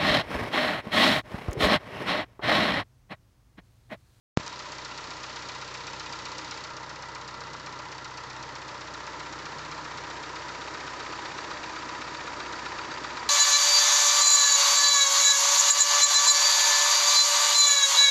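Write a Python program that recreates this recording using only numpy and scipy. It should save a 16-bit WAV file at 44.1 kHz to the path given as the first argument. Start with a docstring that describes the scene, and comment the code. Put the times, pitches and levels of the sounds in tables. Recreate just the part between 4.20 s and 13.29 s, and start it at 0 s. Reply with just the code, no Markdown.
"""A pop and a sharp snap as the microphone comes on, then a four-cylinder petrol engine idling at
about 940 rpm, outdoors with the bonnet open. Impacts in the valve gear excite damped resonances, so
ticks and clacks come in the same order in every cycle, among knocks, thuds and belt slaps. Beneath
them the periodic firing hums, and belt friction rushes and sets pulleys and covers whirring.
The microphone hovers over the cam cover, then moves to the belt end."""
import sys
import numpy as np
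from scipy import signal
from scipy.fft import rfft, irfft, next_fast_len
from scipy.io import wavfile
from scipy.ndimage import uniform_filter1d

SR = 44100
rng = np.random.default_rng(int(sys.argv[2]) if len(sys.argv) > 2 else 0)


def dump(signal):
    """Clip the signal to [-1, 1] and save it as 16-bit WAV at the path in sys.argv[1]."""
    limited = np.clip(np.atleast_2d(signal).T, -1, 1)
    pcm = np.round(limited * 32767).astype(np.int16)
    wavfile.write(sys.argv[1], SR, pcm)


N = 400869
TIME = np.arange(N) / SR

# crankshaft speed, hunting a little at idle: time_s, speed_rpm
IDLE_SPEED = [(0, 936.5), (.64, 934.6), (1.43, 945.4), (2.1, 931.3), (2.89, 941.9), (3.43, 935.3),
              (4.39, 948.4), (4.54, 932.7), (5.63, 923.2), (5.9, 943.4), (6.73, 935.5), (7.24, 950.7),
              (8.25, 932.8), (9.09, 945.1)]
# valve strokes of each cylinder in turn: tick_db, tick_tilt_db_per_octave, clack_db
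VALVE_STROKES = [(3.5, 8.5, 0.5), (-1, -2.5, -12), (2.5, 2, -5.5), (0, -7.5, -13)]
# Cover and belt levels hold over the cam cover and at the belt end respectively.
# modes of each kind of impact: pitch_hz, width_hz, decay_s, cover_db, belt_db
TICK_RING = [(4330, 560, 0.0032, -40, -45.5), (5300, 810, 0.0032, -47, -50),
             (6700, 2900, 0.002, -42.5, -51)]
BOUNCE_RING = [(5370, 800, 0.0019, -33.5, -46.5)]
CLACK_RING = [(1860, 800, 0.012, -43, -41.5), (2354, 330, 0.011, -49.5, -40.5),
              (3790, 380, 0.0088, -47.5, -38), (4430, 1700, 0.0079, -45, -39)]
THUD_RING = [(148.7, 35, 0.013, -48.5, -56)]
SLAP_RING = [(2000, 1100, 0.0049, -46, -35.5)]
# knocks of block and covers in each cycle: start_s, pitch_hz, width_hz, decay_s, cover_db, belt_db
BLOCK_KNOCKS = [(.0155, 1006, 250, .005, -39.5, -47), (0.0177, 1300, 166, 0.0077, -43.5, -30),
                (0.0231, 1270, 199, .0034, -32.5, -49.5), (.0374, 4640, 110, 0.0058, -69.5, -33.5),
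                (.0712, 959, 120, .014, -44, -38.5), (0.117, 318, 51.2, 0.0094, -54.5, -40)]
# belt slaps in each cycle: start_s, level_db
BELT_SLAPS = [(.0092, 1), (0.0422, -5.5), (0.06, 0.5), (.0725, 3.5), (0.124, -3)]
# harmonics of the cam speed in the firing hum: multiple, cover_db, belt_db
HUM_HARMONICS = [(8, -60, -58.5), (12, -62, -62.5), (16, -59, -63), (18, -66, -62), (20, -57.5, -61),
                 (24, -71, -69.5), (36, -71, -68), (40, -62, -55.5), (44, -70.5, -62.5), (48, -68.5, -58.5),
                 (56, -67, -67.5), (60, -63.5, -64.5), (76, -64, -58.5)]
# standing waves in the bay, passed by the microphone: centre_s, half_length_s, multiple, gain_db
STANDING_WAVES = [(4.2, 0.27, 16, 4.5), (4.2, 0.23, 20, -12), (5.397, 0.46, 20, 3), (5.4, 0.56, 40, 6.5),
                  (6.696, 0.63, 56, 7), (7.2, 0.27, 20, -6)]
# noise spectrum of belts and air: frequency_hz, cover_db_per_hz, belt_db_per_hz
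RUSH_SPECTRUM = [(25, -87.5, -89), (80, -89.5, -81), (220, -85, -81), (380, -80, -72), (624, -75.5, -72.5),
                 (670, -84, -75.5), (1060, -75.5, -73), (1500, -79, -72), (1850, -78.5, -71.5),
                 (2195, -88.5, -78), (2970, -86.5, -83), (4440, -87, -82.5), (5620, -89, -84),
                 (7780, -97.5, -89)]
# resonances of pulleys and covers: pitch_hz, width_hz, cover_db_per_hz, belt_db_per_hz
WHIRR_MODES = [(252, 69, -83, -75.5), (321, 31.6, -82.5, -67.5), (829, 72, -97.5, -69.5),
               (938, 113, -69.5, -70), (978, 39, -76.5, -59.5), (1233, 106, -76.5, -67),
               (1365, 41, -68.5, -76.5), (1988, 64, -73.5, -87.5), (3770, 56, -85.5, -80.5),
               (4640, 150, -93, -77)]
# microphone path: time_s, place (0 over the cam cover, 1 at the belt end)
MIC_PATH = [(0, 0.17), (1.1, 0.2), (2.2, 0.11), (2.9, 0.077), (4.0, 0.1), (5.3, 0.42), (6.1, 0.52),
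            (7.1, 0.8), (9.09, 0.89)]
# the microphone leans in and out: time_s, gain_db
MIC_CLOSENESS = [(.3, -1.4), (1.1, -0.5), (2.2, 0.46), (2.9, 0), (6.2, 0.6), (7.1, 0.3), (7.8, -0.36),
                 (9.09, 0.6)]
# the switch-on pop and its small after-bump: start_s, height
SWITCH_ON_STEPS = [(.1734, 0.54), (0.1982, 0.046)]

CYCLE_S = 120 / np.mean([rpm for _, rpm in IDLE_SPEED])   # four firings, two crank turns, one cam turn


def valve_gear(cam, place, first_tick_s=0.0058, bounce_after_s=0.0037, clack_after_s=0.0068):
    """Impact and rebound: each cylinder ticks, then clacks; the first one's loose valve strikes again."""
    beats_s = first_tick_s + CYCLE_S * np.arange(len(VALVE_STROKES)) / len(VALVE_STROKES)
    tick_db, tilt_db, clack_db = np.transpose(VALVE_STROKES)
    ticks = impacts(cam, place, list(zip(beats_s, tick_db, tilt_db)), TICK_RING)
    bounce = impacts(cam, place, [(first_tick_s + bounce_after_s, 0, 0)], BOUNCE_RING)
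    clack_hits = [(s + clack_after_s, level_db, 0) for s, level_db in zip(beats_s, clack_db)]
    return ticks + bounce + impacts(cam, place, clack_hits, CLACK_RING)


def block(cam, place, first_thud_s=0.036):
    """Structural resonance: a thud with every crank turn, and knocks that each ring their own part."""
    thuds = impacts(cam, place, [(first_thud_s, 0, 0), (first_thud_s + CYCLE_S / 2, 0, 0)], THUD_RING)
    return thuds + sum(impacts(cam, place, [(s, 0, 0)], [mode]) for s, *mode in BLOCK_KNOCKS)


def belt_slaps(cam, place):
    """Heavily damped impacts: the belt gives short dry slaps, loudest at the belt end."""
    return impacts(cam, place, [(s, level_db, 0) for s, level_db in BELT_SLAPS], SLAP_RING)


def firing_hum(cam, place, waver_db=0.7, waver_hz=2.2, throb=0.01):
    """Periodic firing gives a harmonic series; uneven combustion modulates the high harmonics most."""
    out, half_turns = np.zeros(N), np.arange(0, 80, 0.5)
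    for multiple, cover_db, belt_db in HUM_HARMONICS:
        swell_db = waver_db * np.log2(multiple / 4) * drift(waver_hz)   # per octave over the firing rate
        for centre_s, half_length_s, harmonic, gain_db in STANDING_WAVES:
            if harmonic == multiple:
                swell_db += gain_db * np.exp(-np.minimum(np.abs(TIME - centre_s) / half_length_s, 10) ** 2)
        unevenness = np.interp(cam, half_turns, rng.standard_normal(len(half_turns)))
        surge = unit_rms(1 + throb * multiple * unevenness)
        tone = np.sqrt(2) * np.sin(2 * np.pi * (multiple * cam + rng.random()))
        out += heard_from(place, cover_db, belt_db) * from_db(swell_db) * surge * tone
    return out


def belt_friction(cam, place, throb=0.093, throb_turn=0.1, repeat=0.22):
    """Forced vibration: friction noise rushes and drives pulleys and covers; each firing tugs at it."""
    unit_density = np.sqrt(SR / 2)   # brings unit noise to 0 dB per Hz
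    tug = unit_density * (1 + throb * np.cos(2 * np.pi * 4 * (cam - throb_turn)))
    friction = tug * cyclic_noise(cam, repeat)
    rush_hz, over_cover_db, at_belt_db = np.transpose(RUSH_SPECTRUM)
    out = (1 - place) * colour(friction, rush_hz, over_cover_db)
    out += place * colour(friction, rush_hz, at_belt_db)
    for hz, width_hz, cover_db, belt_db in WHIRR_MODES:
        whirr = resonate(tug * cyclic_noise(cam, repeat), hz, width_hz)
        out += whirr * heard_from(place, cover_db, belt_db)
    return out


def switch_on_pops(swing_hz=120, damping_hz=137):
    """Step response: a voltage step through the microphone's bass cut gives an edge and a swing back."""
    edges = np.zeros(N)
    for start_s, height in SWITCH_ON_STEPS:
        edges[round(start_s * SR)] = height
    radius = np.exp(-np.pi * damping_hz / SR)
    feedback = [1, -2 * radius * np.cos(2 * np.pi * swing_hz / SR), radius ** 2]
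    return signal.lfilter([1, -1], feedback, edges + 1e-18 * TIME)


def snap(start_s=0.279, height=0.12, hz=4670, width_hz=3200):
    """Impulse response of a broad resonance: one bright click that dies within a few swings."""
    click = resonate(np.arange(N) == round(start_s * SR), hz, width_hz)
    return height * click / np.abs(click).max()


def impacts(cam, place, hits, modes, attack_s=0.001, spread_db=1.0, jitter_s=0.00037, evenness=0.65):
    """Damped ringing: hits (start_s, level_db, tilt_db_per_octave) rattle each mode in every cycle."""
    out, strokes = np.zeros(N), []
    for start_s, level_db, tilt_db in hits:
        phase = cam - start_s / CYCLE_S + 1
        turn = phase.astype(int)
        force, slip = rng.standard_normal((2, 100))   # one value of each per cam turn
        age_s = np.maximum((phase - turn) * CYCLE_S - jitter_s * np.abs(slip)[turn], 0)
        rise = (1 - np.exp(-age_s / attack_s)) * from_db(level_db + spread_db * force)[turn]
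        strokes.append((age_s, rise, tilt_db))
    for hz, width_hz, decay_s, cover_db, belt_db in modes:
        octaves = np.log2(hz / modes[0][0])
        energy = sum((rise * np.exp(-age_s / decay_s) * from_db(tilt_db * octaves)) ** 2
                     for age_s, rise, tilt_db in strokes)
        repeat = 700 / (700 + hz)   # low thuds repeat more exactly than bright ticks
        ringing = resonate(cyclic_noise(cam, repeat), hz, width_hz)
        power = uniform_filter1d(ringing ** 2, int(SR / width_hz)) + 1e-12
        even_ringing = unit_rms(ringing / np.sqrt(power) ** evenness)
        out += np.sqrt(energy) * even_ringing * heard_from(place, cover_db, belt_db)
    return out


def cyclic_noise(cam, repeat):
    """Partly periodic noise: a share of its power recurs each cam turn, as the same surfaces meet."""
    turn_samples = int(N / (cam[-1] - cam[0]))
    surface = rng.standard_normal(SR)[(cam % 1 * turn_samples).astype(int)]
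    return np.sqrt(repeat) * surface + np.sqrt(1 - repeat) * rng.standard_normal(N)


def resonate(x, hz, width_hz):
    """Two like resonators in cascade: steep skirts and unit gain at the peak."""
    r = np.exp(-np.pi * width_hz / np.sqrt(np.sqrt(2) - 1) / SR)
    gain = (1 - r * r) / 2
    section = [gain, 0, -gain, 1, -2 * r * np.cos(2 * np.pi * hz / SR), r * r]
    return signal.sosfilt([section, section], x + 1e-18)


def colour(x, hz, level_db):
    """Spectral shaping by a gain curve interpolated over log frequency."""
    size = next_fast_len(N)
    bins_hz = np.maximum(np.arange(size // 2 + 1) * SR / size, 1)
    gain = from_db(np.interp(np.log(bins_hz), np.log(hz), level_db))
    return irfft(rfft(x, size) * gain, size)[:N]


def heard_from(place, cover_db, belt_db):
    """Level depends on position: a part's gain between the cam cover and the belt end."""
    return from_db(cover_db + place * (belt_db - cover_db))


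def drift(hz):
    """Slow random modulation of spread about 1, with hz new values a second."""
    return np.interp(TIME * hz, np.arange(1000), rng.standard_normal(1000))


def in_time(rows):
    """Linear interpolation of rows (time_s, value) at every sample."""
    return np.interp(TIME, *np.transpose(rows))


def from_db(db):
    """Decibels to amplitude ratio."""
    return 10 ** (np.asarray(db) / 20)


def unit_rms(x):
    """Normalisation to unit mean power."""
    return x / np.sqrt(np.mean(x ** 2) + 1e-20)


def scene():
    """Superposition of the engine's sources at the moving microphone, from the moment it comes on."""
    cam = np.cumsum(in_time(IDLE_SPEED)) / (120 * SR)   # camshaft angle in turns
    place = in_time(MIC_PATH)
    engine = valve_gear(cam, place) + block(cam, place) + belt_slaps(cam, place)
    engine += firing_hum(cam, place) + belt_friction(cam, place)
    treble = colour(engine, hz=[1600, 2300], level_db=[-40, 0])
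    treble_db = in_time([(2.396, 4), (2.506, 0)])   # bright at first, then abruptly duller
    engine += (from_db(treble_db) - 1) * treble
    switched_on = in_time([(0.165, 0), (0.172, 0.2), (0.178, 1)])
    engine *= from_db(in_time(MIC_CLOSENESS)) * switched_on
    return (engine + switch_on_pops() + snap())[None]


def record(dry):
    """Band limiting: the microphone's response falls away above 7 kHz."""
    roll_off = signal.cheby1(6, 0.5, 7250, fs=SR, output="sos")
    steep_cut = signal.cheby2(12, 30, 9100, fs=SR, output="sos")
    return signal.sosfilt(steep_cut, signal.sosfilt(roll_off, dry))


dry = scene()
out = record(dry)
dump(out)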